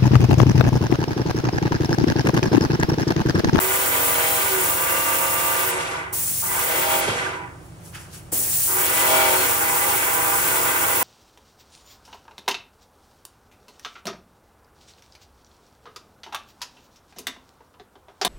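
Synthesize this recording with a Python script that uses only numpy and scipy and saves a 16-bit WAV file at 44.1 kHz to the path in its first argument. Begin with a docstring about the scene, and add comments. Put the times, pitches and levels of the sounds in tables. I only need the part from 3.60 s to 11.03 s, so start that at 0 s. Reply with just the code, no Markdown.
"""Hiss first: an airless paint gun sprays a ceiling in a narrow bare room; the trigger is let go twice.
The jet is coloured noise; under it a pump motor cuts in when the pressure drops, hunts in speed and
runs down after each stop. The pump is a pattern of beats and gear noise, ringing its housing.
Behind: a distant machine hums as a set of sines and the painter's coverall rustles as swells of noise.
A few dull knocks are damped rings with puffs of noise; a spaced microphone pair hears it all."""
import sys
import numpy as np
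from scipy import signal
from scipy.fft import rfft, irfft, next_fast_len
from scipy.io import wavfile
from scipy.ndimage import uniform_filter1d

SR = 44100
rng = np.random.default_rng(int(sys.argv[2]) if len(sys.argv) > 2 else 0)


def master(y):
    """Save y as 16-bit WAV."""
    cut = np.clip(np.atleast_2d(y).T, -1, 1)
    pcm = np.round(cut * 32767)  # scale
    wavfile.write(sys.argv[1], SR, pcm.astype(np.int16))


N = 327663
SIZE = next_fast_len(N + SR)   # transform length, with room for tails
FREQS = np.maximum(np.arange(SIZE // 2 + 1) * SR / SIZE, 1)
TIME = np.arange(N) / SR

# pump motor, switched on by the pressure drop: on_s, off_s
MOTOR_RUNS = [(-1, 2.2), (2.82, 3.5), (5.075, 9)]


def from_db(db):
    """dB to gain."""
    return 10 ** (np.asarray(db) / 20)


def rms_one(x):
    """Scale to rms 1."""
    return x / np.sqrt(np.mean(np.square(x)) + 1e-20)


def at_hz(points, hz):
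    """Read a (Hz, value) table on a log frequency axis."""
    table_hz, values = np.transpose(points)
    return np.interp(np.log(hz), np.log(table_hz), values)


def drift(rate_hz):
    """Slow chance: noise at every 40th sample through a double one-pole low-pass; spread 1."""
    pole = np.exp(-80 * np.pi * rate_hz / SR)
    noise = rng.standard_normal(N // 40 + 2002)
    slow = signal.lfilter([1], [1, -2 * pole, pole * pole], noise)[2000:]
    return np.interp(np.arange(N) / 40, np.arange(len(slow)), rms_one(slow))


def swell(start_s, end_s):
    """Half a sine from start to end, silent outside."""
    return np.sin(np.pi * np.clip((TIME - start_s) / (end_s - start_s), 0, 1))


def pair(source, mid_db, side_db, width_db):
    """Colour two signals as sum and difference of the microphones; return left and right spectra."""
    # phase by which the left port leads, read through its sine: pitch_hz, lead_rad
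    left_lead = [(0, -15), (520, 3.5), (780, 3), (1460, -10), (1720, -3), (4220, -7), (7240, 0.5),
                 (9730, 16), (10600, -2), (10900, -13), (12000, -9.2), (13400, -14), (14600, -14),
                 (16500, -12.6)]
    mid, side = rfft(source, SIZE)
    # spaced ports: part of the difference is the sum itself, a quarter cycle apart
    lean = 0.55 * np.sin(at_hz(np.add(left_lead, [1, 0]), FREQS))   # 1 Hz up, as log 0 has no value
    side = np.sqrt(np.clip(1 - lean ** 2, 0, 1)) * side + 1j * lean * mid
    # scaled so that each colour by itself leaves rms 1
    source_power = np.mean(abs(rfft(source[0], SIZE)) ** 2)
    mid_scale, side_scale = [np.sqrt(N / np.mean(from_db(db) ** 2) / source_power)
                             for db in (mid_db, side_db)]
    mid = mid_scale * mid * from_db(mid_db)
    side = side_scale * side * from_db(side_db + width_db)
    return np.array([mid + side, mid - side])


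def by_octave(spectra, gain_db, patchy_db):
    """Overlapping octave bands, 125 Hz to 16 kHz, each with its own gain in time and its own flicker."""
    out, together = 0, drift(5.0)
    for octave in np.arange(-3, 5):   # counted from 1 kHz
        distance = abs(np.clip(np.log2(FREQS / 1000), -3, 4) - octave)
        share = np.clip(1 - distance, 0, 1)
        flicker_db = patchy_db * (0.37 * together + drift(21.5))
        band = irfft(spectra * share, SIZE)[:, :N]
        out = out + band * from_db(gain_db(octave) + flicker_db)
    return out


def background():
    """Multiples of a far machine's beat, each wavering in level, over steady room noise."""
    hum_hz, air_level_db = 23.72, -46.5
    # far machine: multiple, level_db (rms)
    hum_multiples = [(2, -64), (3, -56), (4, -52.5), (5, -54.5), (7, -54), (8, -79), (14, -62), (16, -73)]
    # room noise on the sum and the difference of the microphones: pitch_hz, density_db (per Hz)
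    air_mid = [(18, -41), (30, -12), (165, -1.5), (221, -18.5), (336, -12), (426, -18.5), (554, -17.5),
               (3770, -36), (10500, -35), (11700, -47), (12600, -67), (14000, -43), (16000, -38)]
    air_side = [(18, -44), (30, -23), (161, 1.5), (415, -13), (569, -7), (666, -11), (866, -7), (4190, -24),
                (13000, -27), (16000, -64)]
    hum = np.zeros(N)
    for k, db in hum_multiples:
        tone = np.sin(2 * np.pi * (k * hum_hz * TIME + rng.random()))
        hum += from_db(db + 0.23 * drift(16.0)) * np.sqrt(2) * tone
    noise = rng.standard_normal((2, N))
    air = pair(noise, at_hz(air_mid, FREQS), at_hz(air_side, FREQS), width_db=-6.0)
    return hum + from_db(air_level_db) * irfft(air, SIZE)[:, :N]


def rustle():
    """Thin plastic cloth rubbing: swells of fine noise."""
    # coverall: peak_s, swell_s, fade_s, peak_db, tilt_db (per octave, about 5.7 kHz)
    rubs = [(4.06, .06, .1, -64, 3), (4.26, 0.052, 0.33, -50, -1), (4.351, 0.024, 0.17, -42, -6),
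            (4.548, 0.045, 0.078, -42, -2.5)]
    # colour of the cloth: pitch_hz, density_db (per Hz)
    cloth_colour = [(470, -40), (800, -22), (1480, -11), (2110, -14.5), (3050, -11.5), (3810, -16),
                    (4760, -11), (11500, -4.5), (16000, -10)]
    drop_db = 12.5   # loss over one swell or fade time
    peak_s, swell_s, fade_s, peak_db, tilt_db = np.transpose(rubs)[:, :, None]
    away = np.maximum((peak_s - TIME) / swell_s, (TIME - peak_s) / fade_s)
    rub_db = peak_db - drop_db * away
    level_db = rub_db.max(axis=0)
    loudest_tilt_db = tilt_db[rub_db.argmax(axis=0), 0]
    colour = at_hz(cloth_colour, FREQS)
    noise = pair(rng.standard_normal((2, N)), colour, colour, width_db=-0.5)
    return by_octave(noise, lambda k: level_db + loudest_tilt_db * (k - 2.5), patchy_db=2.5)


def knocks():
    """A soft blow: a damped low ring with a puff of noise around its pitch."""
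    # dull knocks: start_s, level_db, pitch_hz, t60_s
    blows = [(2.52, -35.5, 422, 0.21), (2.709, -35, 117, .08), (3.476, -17.5, 390, 0.087),
             (3.488, -23.5, 105, 0.13), (4.721, -22.5, 313, 0.06), (4.721, -36, 570, 0.095),
             (4.741, -30, 120, 0.074), (4.79, -31, 300, 0.084)]
    tail_db, tail_t60_s, attack_s = -17.5, 0.81, 0.0025
    out, t = np.zeros(N), np.arange(SR // 4) / SR
    for start_s, level_db, hz, t60_s in blows:
        band = signal.butter(2, [0.65 * hz, 2.2 * hz], "band", fs=SR, output="sos")
        puff = rms_one(signal.sosfilt(band, rng.standard_normal(len(t))))
        ring = np.sin(2 * np.pi * hz * t)
        blow = from_db(-60 * t / max(t60_s, 0.01)) * (0.52 * ring + 0.31 * puff)
        tail = from_db(tail_db - 60 * t / tail_t60_s) * puff   # the room answers
        at = round(start_s * SR)
        out[at:at + len(t)] += from_db(level_db) * (1 - np.exp(-t / attack_s)) * (blow + tail)
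    return out


def whines():
    """The pump housing sings for a moment: a wavering tone that swells and fades."""
    # brief whines: start_s, end_s, pitch_hz, level_db (rms at the height of the swell)
    whine_rows = [(2.867, 2.954, 2010, -36), (3.662, 3.676, 1594, -25.5), (3.677, 3.903, 984, -38.5),
                  (5.272, 5.495, 1996, -37), (5.74, 5.87, 4220, -38), (6.167, 6.397, 815, -31.5)]
    out = np.zeros((2, N))
    channel_lead = np.array([[0], [0.2]])   # cycles, left and right
    for start_s, end_s, hz, db in whine_rows:
        cycles = hz * TIME + 0.17 * drift(21.0) + rng.random() + channel_lead
        out += from_db(db) * np.sqrt(2) * swell(start_s, end_s) * np.sin(2 * np.pi * cycles)
    return out


def motor():
    """The motor cuts in, spins up, hunts, and coasts once off; gives speeds, run-down and level."""
    # speed the motor strives for, hunting under load: time_s, speed_turns (per s)
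    wanted_speed = [(0.0, 37.3), (0.17, 38.5), (0.35, 39.3), (0.55, 39.45), (0.72, 40.15), (0.88, 38.9),
                    (0.98, 37.6), (1.05, 36.2), (1.15, 35.45), (1.27, 35.8), (2.0, 35.9), (2.1, 36.7),
                    (2.2, 36.3), (2.8, 36), (2.82, 43.3), (3.3, 43.2), (3.42, 42.6), (3.6, 39.5),
                    (5.0, 43.5), (5.53, 43.5), (5.6, 43.2), (5.83, 40.6), (5.97, 32.5), (6.15, 31.9),
                    (6.24, 36.1), (6.32, 36.4), (6.47, 32.7), (6.64, 31.8), (6.78, 32.2), (6.86, 34.6),
                    (6.96, 34.5), (7.12, 33.1), (7.19, 33.2), (7.3, 33.9), (7.43, 33.5)]
    # each run as heard in the room at the usual speed: level_db
    run_level = [-25, -25, -22.5]
    crawl_turns = 15   # lowest speed, turns per s
    spin_up_s, coast_s, cut_in_s = 0.135, 0.45, 0.0011
    run_down_bend = 1.94   # how late the loss over the coast sets in
    on_s, off_s = np.transpose(MOTOR_RUNS)
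    run = np.searchsorted(on_s, TIME) - 1
    running_s = TIME - on_s[run]
    coast = np.maximum(TIME - off_s[run], 0) / coast_s
    wanted = np.interp(TIME, *np.transpose(wanted_speed))
    driven = crawl_turns + (wanted - crawl_turns) * (1 - np.exp(-running_s / spin_up_s))
    speed = np.maximum(driven - (driven - crawl_turns) * coast ** 2, crawl_turns)
    level_db = np.take(run_level, run) + 20 * np.log10(1.001 - np.exp(-running_s / cut_in_s))
    return speed, driven, coast ** run_down_bend, level_db


def shaft_beats(turns, changing):
    """One rattle of contacts repeats every shaft turn; teeth mesh over it and single multiples sing out."""
    # strength of the multiples 6 to 35 of the shaft rate: level_db
    multiple_level = [5.5, 0.5, 0.5, 0.5, 3, -1.7, 4, 6.5, 3.3, 6.5, 4.5, 2.8, 3.5, 4, 3, 2.5, -1.5, 2.5,
                      1.5, 3, 3.5, 1.5, -0.2, 3.2, 2.3, 3.2, 3.5, 5.5, -3, -1.5]
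    # gear teeth meshing: multiple of the shaft rate, level_db (over a plain multiple)
    mesh_teeth = [(77, 4), (78, 8.5), (79, 5), (101, 6.5)]
    # by multiple of the shaft rate: start_s, end_s, level_db (peak, against all the beats together)
    singing_multiples = {"7": [(0.2, 0.64, -13.5)], "10": [(-0.02, 0.29, -14.5), (0.78, 1.07, -12),
                         (2.0, 2.3, -16)], "12": [(0.25, 0.7, -18), (5.42, 5.8, -19)],
                         "13": [(0.15, 0.62, -22)], "16": [(0.3, 0.9, -18)], "18": [(5.45, 5.75, -18)],
                         "24": [(5.3, 5.7, -15)], "15": [(1.02, 2.15, -17), (3.2, 3.47, -19),
                         (5.42, 5.8, -16)], "22": [(3.15, 3.48, -8), (5.38, 5.84, -8)],
                         "26": [(1.1, 2.15, -17)], "33": [(1.1, 2.15, -22)], "54": [(5.48, 5.73, -7)],
                         "77": [(1.05, 2.1, -6)]}
    unsteady_db, unsteadiest_db = 0.3, 4.5   # loss per turn per s per s of speed change, and at most
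    multiples = np.exp(2j * np.pi * rng.random((2, 121)))
    multiples[:, 6:36] *= from_db(multiple_level)
    shapes = irfft(multiples, 4096)   # one turn each
    beats = np.array([np.interp(turns % 1, np.arange(4096) / 4096, shape) for shape in shapes])
    for k, db in mesh_teeth:
        flicker_db = 4 * drift(12)   # the teeth come and go
        tone = np.sin(2 * np.pi * (k * turns + rng.random((2, 1))))
        beats = beats + from_db(db + flicker_db) / 2048 * tone   # 1/2048: one plain multiple
    beats = rms_one(beats)
    direct = beats * from_db(-np.minimum(unsteady_db * changing, unsteadiest_db))
    for multiple, rows in singing_multiples.items():
        k = int(multiple)
        tone = np.cos(2 * np.pi * k * turns + np.angle(multiples[:, k, None]))
        direct = direct + sum(from_db(db) * swell(start, end) for start, end, db in rows) * tone
    return beats, direct


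def housing_colour_db():
    """The pump housing rings at its resonances and hardly passes other pitches on."""
    # resonances: pitch_hz, width_hz, level_db
    resonances = [(268.4, 6.5, 4.5), (376.2, 5.2, 17.5), (478, 9.1, 6.5), (502, 4.4, -2), (542, 1.6, 13.5),
                  (645, 11.7, 6), (804.4, 9.6, 10), (910, 15.5, 11), (991.5, 14, 9), (1185, 22, 4.5),
                  (1441, 41, 2.5), (1548, 6.3, 2), (2013, 11.6, 1), (2260, 12, -8.5), (2754, 23, -13.5),
                  (3320, 100, -15.5)]
    # dips in what gets through (negative depth lifts): pitch_hz, width_hz, depth_db
    dead_spots = [(301, 19, 1.5), (349, 7.6, 3.5), (586, 14, 1.5), (766, 18, -1), (885, 25, 6.5)]
    gain = from_db(-10.5)   # what passes between the resonances
    for hz, width_hz, db in resonances:
        gain = gain + from_db(db) / np.hypot(1, 2 * (FREQS - hz) / width_hz)
    colour_db = 20 * np.log10(gain)
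    for hz, width_hz, depth_db in dead_spots:
        colour_db = colour_db - depth_db / (1 + (2 * (FREQS - hz) / width_hz) ** 2)
    return colour_db


def pump():
    """Shaft beats and gear noise ring the housing; the room smears the beats."""
    # pump colour on the sum and the difference of the microphones: pitch_hz, density_db (per Hz)
    pump_mid = [(120, -10), (200, -21.5), (329, -2), (371, -9), (569, -10), (935, -8.5), (2400, -7),
                (4220, -17), (8090, -22.5), (12000, -24.5), (15600, -72), (22000, -120)]
    pump_side = [(120, -57), (200, -7), (371, -14), (589, -8.5), (951, -2), (1070, -4.5), (2200, 1.5),
                 (4440, -15), (7950, -13), (12000, -25), (15600, -62), (22000, -120)]
    # colour of the gear noise: pitch_hz, gain_db
    gear_colour = [(200, -9), (700, -10), (1500, -2), (5000, 3)]
    # brightness of each run: tilt_db (per octave about 1 kHz)
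    run_tilt = [1.08, 0.67, 0.74]
    # gain per turn per s above the usual speed: pitch_hz, gain_db
    louder = [(250, 0.48), (500, 1), (1000, 0.35), (2000, 0.93), (4000, 1.5)]
    # loss over the coast: pitch_hz, loss_db
    run_down = [(250, 18), (500, 29), (1000, 23), (2000, 30.5), (4000, 53.5)]
    # further loss per turn per s below the sluggish speed, the bass above all: pitch_hz, loss_db
    sluggish = [(250, 0.98), (500, 0.14), (1000, 0.02), (2000, 0.055), (4000, .1)]
    usual_turns, sluggish_turns, jitter = 36, 21, 0.0025   # turns per s; share of the speed
    room_db, room_t60_s = -6, 0.7   # the room's answer to the beats, against their rms
    rough_base_db, roughest_db, smoother_db = 11.5, 14, 0.9   # gear noise; its fall per turn per s

    speed, driven, coast, level_db = motor()
    turns = np.cumsum(speed * (1 + jitter * drift(12.9))) / SR
    changing = uniform_filter1d(abs(np.gradient(speed)) * SR, size=4000)   # turns per s per s
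    beats, direct = shaft_beats(turns, changing)
    echoes = rng.standard_normal((2, SR // 2)) * from_db(-60 * TIME[:SR // 2] / room_t60_s)
    smeared = rms_one(signal.fftconvolve(beats, echoes, axes=1)[:, :N])
    gear_spectra = rfft(rng.standard_normal((2, N)), SIZE) * from_db(at_hz(gear_colour, FREQS))
    gears = irfft(gear_spectra, SIZE)[:, :N]
    # the faster the shaft, the deeper the gear noise sinks under the beats
    rough_db = np.minimum(rough_base_db - smoother_db * (speed - usual_turns), roughest_db)
    rattle = direct + from_db(room_db) * smeared + from_db(rough_db) * gears

    housing_db = housing_colour_db()
    mid_db, side_db = at_hz(pump_mid, FREQS) + housing_db, at_hz(pump_side, FREQS) + housing_db
    sound = pair(rattle, mid_db, side_db, width_db=1.0)
    tilt_db = np.take(run_tilt, np.searchsorted(np.transpose(MOTOR_RUNS)[0], TIME) - 1)
    too_slow = np.maximum(sluggish_turns - driven, 0)

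    def octave_db(k):
        """Level of one octave as speed and run-down set it."""
        hz = 1000 * 2.0 ** k
        speed_db = at_hz(louder, hz) * (driven - usual_turns) - at_hz(sluggish, hz) * too_slow
        return level_db + tilt_db * k + speed_db - at_hz(run_down, hz) * coast
    return by_octave(sound, octave_db, patchy_db=1.35)


def jet():
    """Paint tearing into mist: bright noise that fills the room fast and dies in it octave by octave."""
    # trigger held: opens_s, closes_s
    trigger_pulls = [(-1, 2.1), (2.524, 3.4), (4.717, 9)]
    # each pull, as the gun moves nearer or away: start_level_db, drift_db (per s)
    pull_levels = [(-21.5, -0.72), (-23.5, -1.1), (-21, -0.5)]
    # jet colour on the sum and the difference of the microphones: pitch_hz, density_db (per Hz)
    jet_mid = [(180, -18.5), (300, -18.5), (730, -17), (1100, -19.5), (1900, -17), (3770, -17.5),
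               (5500, -12.5), (8000, -5), (10700, -2.5), (12000, -8), (13700, -3), (14900, 3.5),
               (15800, -0.5)]
    jet_side = [(180, -55), (300, -34), (730, -19), (1360, -20), (1870, -15), (4310, -15.5), (4850, -15),
                (7020, -7), (9000, -3), (10800, -6.5), (13000, -2.5), (16000, -2.5)]
    # room decay once the jet stops: pitch_hz, t60_s
    room_decay = [(500, 0.55), (4000, 0.11), (8000, 0.58), (16000, 0.053)]
    fill_s = 0.0082   # the room fills with hiss
    opens_s, closes_s = np.transpose(trigger_pulls)
    pull = np.searchsorted(opens_s, TIME) - 1
    start_db, drift_db = np.transpose(pull_levels)[:, pull]
    held_s = TIME - opens_s[pull]
    since_stop_s = np.maximum(TIME - closes_s[pull], 0)
    level_db = start_db + drift_db * held_s + 20 * np.log10(1.001 - np.exp(-held_s / fill_s))
    noise = rng.standard_normal((2, N))
    hiss = pair(noise, at_hz(jet_mid, FREQS), at_hz(jet_side, FREQS), width_db=-2.0)

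    def octave_db(k):
        """Level of one octave, falling 60 dB in its own decay time after the trigger closes."""
        return level_db - 60 * since_stop_s / at_hz(room_decay, 1000 * 2.0 ** k)
    return by_octave(hiss, octave_db, patchy_db=1.17)


def scene():
    """All sources in the room, from the far machine to the gun."""
    return background() + rustle() + knocks() + whines() + pump() + jet()


def record(dry):
    """Two capsules differ in colour; sum and difference are shaped in the treble; deep bass and top are cut."""
    # left capsule over right: pitch_hz, level_db
    left_over_right = [(60, -4.5), (110, 2.5), (200, -4), (380, -5), (700, -3.5), (1290, -2.5), (2380, -.5),
                       (4400, 1.5), (8120, 4.5), (11500, -1)]
    # gain on the sum and on the difference of the channels: pitch_hz, gain_db
    sum_gain = [(11600, 2), (12350, -23), (12500, -33), (13050, -35), (13200, -17), (13800, 2)]
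    difference_gain = [(14400, 0.5), (14600, -22), (16000, -22)]
    bass_cut_hz, cutoff_hz = 42, 15750
    capsule_db = np.outer([0.5, -0.5], at_hz(left_over_right, FREQS))
    left, right = rfft(dry, SIZE) * from_db(capsule_db)
    mid = (left + right) / 2 * from_db(at_hz(sum_gain, FREQS))
    side = (left - right) / 2 * from_db(at_hz(difference_gain, FREQS))
    spectra = np.array([mid + side, mid - side]) / np.hypot(1, (bass_cut_hz / FREQS) ** 8)
    top_cut = signal.ellip(12, 0.5, 70, cutoff_hz, fs=SR, output="sos")
    return signal.sosfilt(top_cut, irfft(spectra, SIZE)[:, :N])


dry = scene()
out = record(dry)
master(out)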